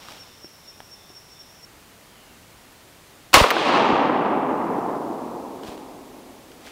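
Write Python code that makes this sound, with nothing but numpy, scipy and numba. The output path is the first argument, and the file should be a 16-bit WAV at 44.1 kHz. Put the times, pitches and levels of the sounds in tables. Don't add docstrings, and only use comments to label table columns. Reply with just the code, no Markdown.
import sys
import numpy as np
from scipy import signal
from scipy.fft import rfft, irfft, next_fast_len
from scipy.io import wavfile
from scipy.ndimage import map_coordinates
from numba import njit

SR = 44100
rng = np.random.default_rng(int(sys.argv[2]) if len(sys.argv) > 2 else 0)


def wav_out(sig):
    wavfile.write(sys.argv[1], SR, np.round(np.clip(np.atleast_2d(sig).T, -1, 1) * 32767).astype(np.int16))


N = 296087

# frequency in Hz, relative level in dB per Hz.
THICKET_AIR = [(25, -2), (90, 3.5), (300, 0), (1000, -2.5), (1600, -6), (3000, -7.5), (4500, -10.5),
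               (8000, -13), (15000, -16)]
CANOPY_AIR = [(15, -35), (25, 0.5), (198, -0.5), (267, -2), (389, -2.5), (421, -4.5), (684, -5), (1450, -8),
              (1660, -10), (1800, -8.5), (15500, -20)]
# time into the chirp in seconds, pitch in Hz.
CHIRP_PITCH = [(0, 5400), (.015, 5530), (.03, 5500), (.055, 5280)]
# first chirp in seconds, period in seconds, level in dB.
NEAR_CRICKET = (0.186, 0.2395, -41.5)
SECOND_CRICKET = (1.075, 0.225, -48.5)
FAR_CRICKET = (0.31, 0.367, -61)
# time in seconds, pitch in Hz.
BIRD_PITCH = [(2.06, 3290), (2.2, 3000), (2.42, 2560)]
# start in seconds, level in dB, pitch in Hz.
TWIGS = [(0.0857, -27.5, 1180), (0.122, -34, 2900), (0.445, -32, 350), (0.804, -28, 880), (1.102, -39, 390),
         (5.635, -34, 3270), (5.778, -39, 3300), (6.518, -38, 3140), (6.6722, -31, 1930)]
# frequency in Hz, relative level in dB per Hz.
SPLINTER_COLOUR = [(300, -20), (800, -14), (1600, 12), (2000, -18), (3000, 7), (4500, -6), (12000, -24)]
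# peak time in seconds, level in dB, rise in seconds, fall in seconds.
STEPS = [(.11, -43.5, 0.16, 0.14), (5.675, -42, 0.04, 0.071), (6.67, -43, 0.034, 0.065)]
# frequency in Hz, relative level in dB per Hz.
LEAF_COLOUR = [(200, 9), (900, 14), (1800, 9), (3200, 11.5), (6000, 3.5), (10000, -4.5), (15000, -8)]
# start in seconds, relative level in dB.
CLACKS = [(3.5046, 7), (3.509, 2)]
# frequency in Hz, width in Hz, relative level in dB.
STEEL_MODES = [(1100, 460, 0), (1850, 470, 7), (4500, 2300, -11.5), (11900, 2500, -18.5), (15150, 110, -8)]
# frequency in Hz, relative level in dB per Hz.
NEAR_COLOUR = [(30, -16), (150, -3), (400, 7.5), (1100, 13), (1500, 1.5), (2700, 8.5), (4500, 3.5),
               (8000, -5), (15000, -13.5)]
FAR_COLOUR = [(25, -29), (60, -28), (100, -17.5), (160, -8), (260, 1.5), (550, -1), (850, 3.5),
              (1230, -0.5), (1430, -6), (2000, -5), (2800, -1), (4200, -4), (7000, -18.5), (13000, -27)]
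# frequency in Hz, time to fall by 60 dB in seconds.
NEAR_DECAY = [(60, 0.3), (400, 0.48), (1500, 0.48), (4000, 0.32), (12000, 0.28)]
FAR_DECAY = [(60, 3.8), (280, 4.84), (600, 4.1), (1050, 3.59), (1600, 2.61), (2400, 1.84), (4000, 1.236),
             (7000, 1.1), (13000, 0.65)]
# frequency in Hz, relative level in dB per Hz.
BLAST_COLOUR = [(30, -11), (150, -17), (400, -1.5), (750, 1.5), (1130, 5.5), (1450, -2), (2600, -3.5),
                (5000, -20), (9000, -52), (15000, -38)]
TRUNK_COLOUR = [(30, -31), (120, -38), (250, -1), (450, 9.5), (800, 0), (1150, 6.5), (1500, -2),
                (2600, -28), (5000, -40), (9000, -65), (15000, -66)]
# start in seconds, level in dB.
PUSHES = [(3.349, -3), (3.37, 10.5), (3.414, 17.5), (3.418, 8), (3.927, -16)]
# start in seconds, level in dB.
ECHOES = [(3.372, 12), (3.401, 16.5), (3.4405, 14.5), (3.463, 6), (3.515, 4), (3.566, 5.5), (3.692, 3),
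          (4.094, -3.5), (4.928, -30)]

CRICKETS_END_S = 1.65
TWIG_CYCLES, OVERTONE_RATIO, OVERTONE_DB = 1.43, 1.6, -6
SNAP_SHARE = 0.42
FOOTFALL_S, FOOTFALL_DB, FOOTFALL_SCALE_S = 5.686, -32, 0.002
CRACK_S, SHOT_S = 3.3295, 3.341
MUZZLE_DB, MUZZLE_T60_S = 23.5, 0.096
ECHO_T60_S = 0.038
ECHO_DULLING_S = 0.92
PUSH_SCALE_S = 0.0017
FOREST_DB, SWELL_DB, SWELL_S = 4.5, 14.5, 0.42
THIN_DB, THIN_S = 4, 0.77
TOP_HZ = 15750


def amp(db):
    return 10 ** (np.asarray(db) / 20)


def unit(x):
    return x / np.sqrt(np.mean(x ** 2) + 1e-20)


def along(points, hz):
    f, v = np.transpose(points)
    return np.interp(np.log(hz + 1), np.log(f + 1), v)


def clock():
    return np.arange(N) / SR


def fade(s, t60):
    age = clock() - s
    return (age >= 0) * np.exp(-np.log(1000) * np.clip(age / t60, 0, 10))


def wobble(rate):
    points = rng.standard_normal(int(N * rate / SR) + 4)
    return map_coordinates(points, [np.arange(N) * rate / SR])


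def filtered(x, response):
    m = next_fast_len(N + SR // 4)
    return irfft(rfft(x, m) * response(np.fft.rfftfreq(m, 1 / SR)), m)[:N]


def coloured(x, colour):
    return unit(filtered(x, lambda f: amp(along(colour, f))))


def noise(colour):
    return coloured(rng.standard_normal(N), colour)


def narrow(hz, half_width_hz):
    return unit(filtered(rng.standard_normal(N), lambda f: 1 / (1 + ((f - hz) / half_width_hz) ** 4)))


def grains(per_second):
    return unit(rng.standard_normal(N) * (rng.random(N) < per_second / SR))


def push(s, scale_s):
    u = np.clip((clock() - s) / scale_s, 0, 20)
    return 2 * u * (2 - u) * np.exp(-u)


def burst(envelope, colour):
    def response(f):
        gain = unit(amp(along(colour, f)))
        cepstrum = irfft(np.log(gain))
        return np.exp(rfft(2 * cepstrum[:len(f) - 1], len(cepstrum)) - cepstrum[0])
    return filtered(envelope * rng.standard_normal(N), response)


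def beats(cricket, count):
    first_s, period_s, db = cricket
    return [(first_s + k * period_s, db) for k in range(count)]


def crickets():
    t = clock()
    out = amp(-56) * narrow(hz=5490, half_width_hz=340)
    far_pulses = sum(amp(db) * np.exp(-((t - s) / 0.11) ** 2) for s, db in beats(FAR_CRICKET, count=4))
    out += far_pulses * narrow(hz=3580, half_width_hz=165)

    age = t[:int(CHIRP_PITCH[-1][0] * SR)]
    pitch = np.interp(age, *np.transpose(CHIRP_PITCH))
    phase = 2 * np.pi * np.cumsum(pitch) / SR
    swell = np.sin(np.pi * age / age[-1])
    flutter = wobble(250)
    for s, db in beats(NEAR_CRICKET, count=7) + beats(SECOND_CRICKET, count=2):
        start = round(s * SR)
        span = slice(start, start + len(age))
        loudness = amp(db + 1.3 * flutter[span]) * swell
        out[span] += loudness * np.sin(phase + 0.2 * flutter[span])
    return out


def bird():
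    t = clock()
    swell = np.sqrt(np.interp(t, [BIRD_PITCH[0][0], BIRD_PITCH[1][0], BIRD_PITCH[-1][0]], [0, 1, 0]))
    phase = 2 * np.pi * np.cumsum(np.interp(t, *np.transpose(BIRD_PITCH))) / SR
    return amp(-56.5) * swell * np.sin(phase + 2.1 * wobble(220))


def leaf_steps():
    t = clock()
    press = 0
    for s, db, rise, fall in STEPS:
        distance = np.maximum((s - t) / rise, (t - s) / fall)
        press = press + amp(db) * np.exp(-distance.clip(0, 20))
    crackle = grains(per_second=1800) + rng.standard_normal(N)
    return press * coloured(crackle, LEAF_COLOUR)


def woody_ring(cycles):
    return np.sin(2 * np.pi * cycles) * np.exp(-cycles / TWIG_CYCLES)


def twigs():
    out = np.zeros(N)
    splinters = noise(SPLINTER_COLOUR)
    for s, db, hz in TWIGS:
        start = round(s * SR)
        span = slice(start, start + SR // 20)
        age = np.arange(len(out[span])) / SR
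        wood = woody_ring(hz * age) + amp(OVERTONE_DB) * woody_ring(OVERTONE_RATIO * hz * age)
        snap = SNAP_SHARE * np.sqrt(hz / 1000) * np.exp(-age / 0.0013)
        out[span] += amp(db) * (wood + snap * splinters[span])
    return out


def underfoot():
    return leaf_steps() + twigs() + amp(FOOTFALL_DB) * push(FOOTFALL_S, FOOTFALL_SCALE_S)


def action():
    blows = sum(amp(db) * fade(s, 0.014) for s, db in CLACKS) * rng.standard_normal(N)

    def steel(f):
        total = 0
        for k, (hz, width, db) in enumerate(STEEL_MODES):
            mode = 1j * f * width / (hz * hz - f * f + 1j * f * width)
            total = total + (-1) ** k * amp(db) * mode
        return total
    return amp(13.5) * filtered(blows, steel)


def scatter(colour, decay, per_second):
    returns = coloured(grains(per_second), colour)
    hz, t, z = signal.stft(returns, SR, nperseg=1024)
    age = np.maximum(t - SHOT_S, 0)
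    loss = np.exp(-np.log(1000) * age / along(decay, hz)[:, None])
    return signal.istft(z * loss, SR, nperseg=1024)[1][:N] * (clock() >= SHOT_S)


def forest():
    near = amp(16) * scatter(NEAR_COLOUR, NEAR_DECAY, per_second=12000)
    age = clock() - SHOT_S
    swell_db = -SWELL_DB * np.clip(1 - age / SWELL_S, 0, 1)
    thin_db = -THIN_DB * np.clip((age - SWELL_S) / THIN_S, 0, 1)
    clumps_db = 0.65 * wobble(25) + 0.23 * wobble(150)
    far_gain = amp(FOREST_DB + swell_db + thin_db + clumps_db)
    return near + far_gain * scatter(FAR_COLOUR, FAR_DECAY, per_second=11000)


def blast():
    t = clock()
    crack_rise = np.clip((t - CRACK_S) / 0.0028, 0, 1) ** 2
    crack = amp(-17.5) * crack_rise * (t < SHOT_S) * noise(NEAR_COLOUR)
    muzzle = amp(MUZZLE_DB) * fade(SHOT_S + 0.001, MUZZLE_T60_S)
    echoes = sum(amp(db) * fade(s, ECHO_T60_S) for s, db in ECHOES)
    arrivals = muzzle + echoes
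    direct = fade(SHOT_S, ECHO_DULLING_S)
    off_trunks = np.sqrt(1 - direct ** 2)
    bursts = burst(arrivals * direct, BLAST_COLOUR) + burst(arrivals * off_trunks, TRUNK_COLOUR)
    return crack + bursts + sum(amp(db) * push(s, PUSH_SCALE_S) for s, db in PUSHES)


def scene():
    thicket = amp(-50.5) * noise(THICKET_AIR) + crickets()
    canopy = amp(-49.5) * noise(CANOPY_AIR) + bird()
    woods = np.where(clock() < CRICKETS_END_S, thicket, canopy)
    return (woods + underfoot() + blast() + action() + forest())[None]


@njit
def auto_gain(x, target, deepest, attack, release):
    out, gain = np.empty_like(x), 1.0
    for i in range(len(x)):
        out[i] = x[i] * gain
        if abs(out[i]) > target:
            gain = max(deepest, gain + (target / abs(x[i]) - gain) * attack)
        else:
            gain = min(1.0, gain * release)
    return out


def levelled(x, target_db, range_db, attack_s, recover_db_per_s):
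    target, deepest = float(amp(target_db)), float(amp(-range_db))
    return auto_gain(x, target, deepest, 1 / (attack_s * SR), float(amp(recover_db_per_s / SR)))


def record(dry):
    ducked = levelled(dry[0], target_db=-1.0, range_db=15, attack_s=0.001, recover_db_per_s=11.5)
    clipped = np.clip(ducked, -1, 1)
    limited = levelled(clipped, target_db=-7, range_db=8, attack_s=0.005, recover_db_per_s=28)
    coupling_hz = 30
    low_cut = lambda f: 1j * f / (coupling_hz + 1j * f)
    high_cut = lambda f: np.clip((TOP_HZ - f) / 300 + 0.5, 0, 1)
    return filtered(limited, lambda f: low_cut(f) * high_cut(f))[None]


dry = scene()
out = record(dry)
wav_out(out)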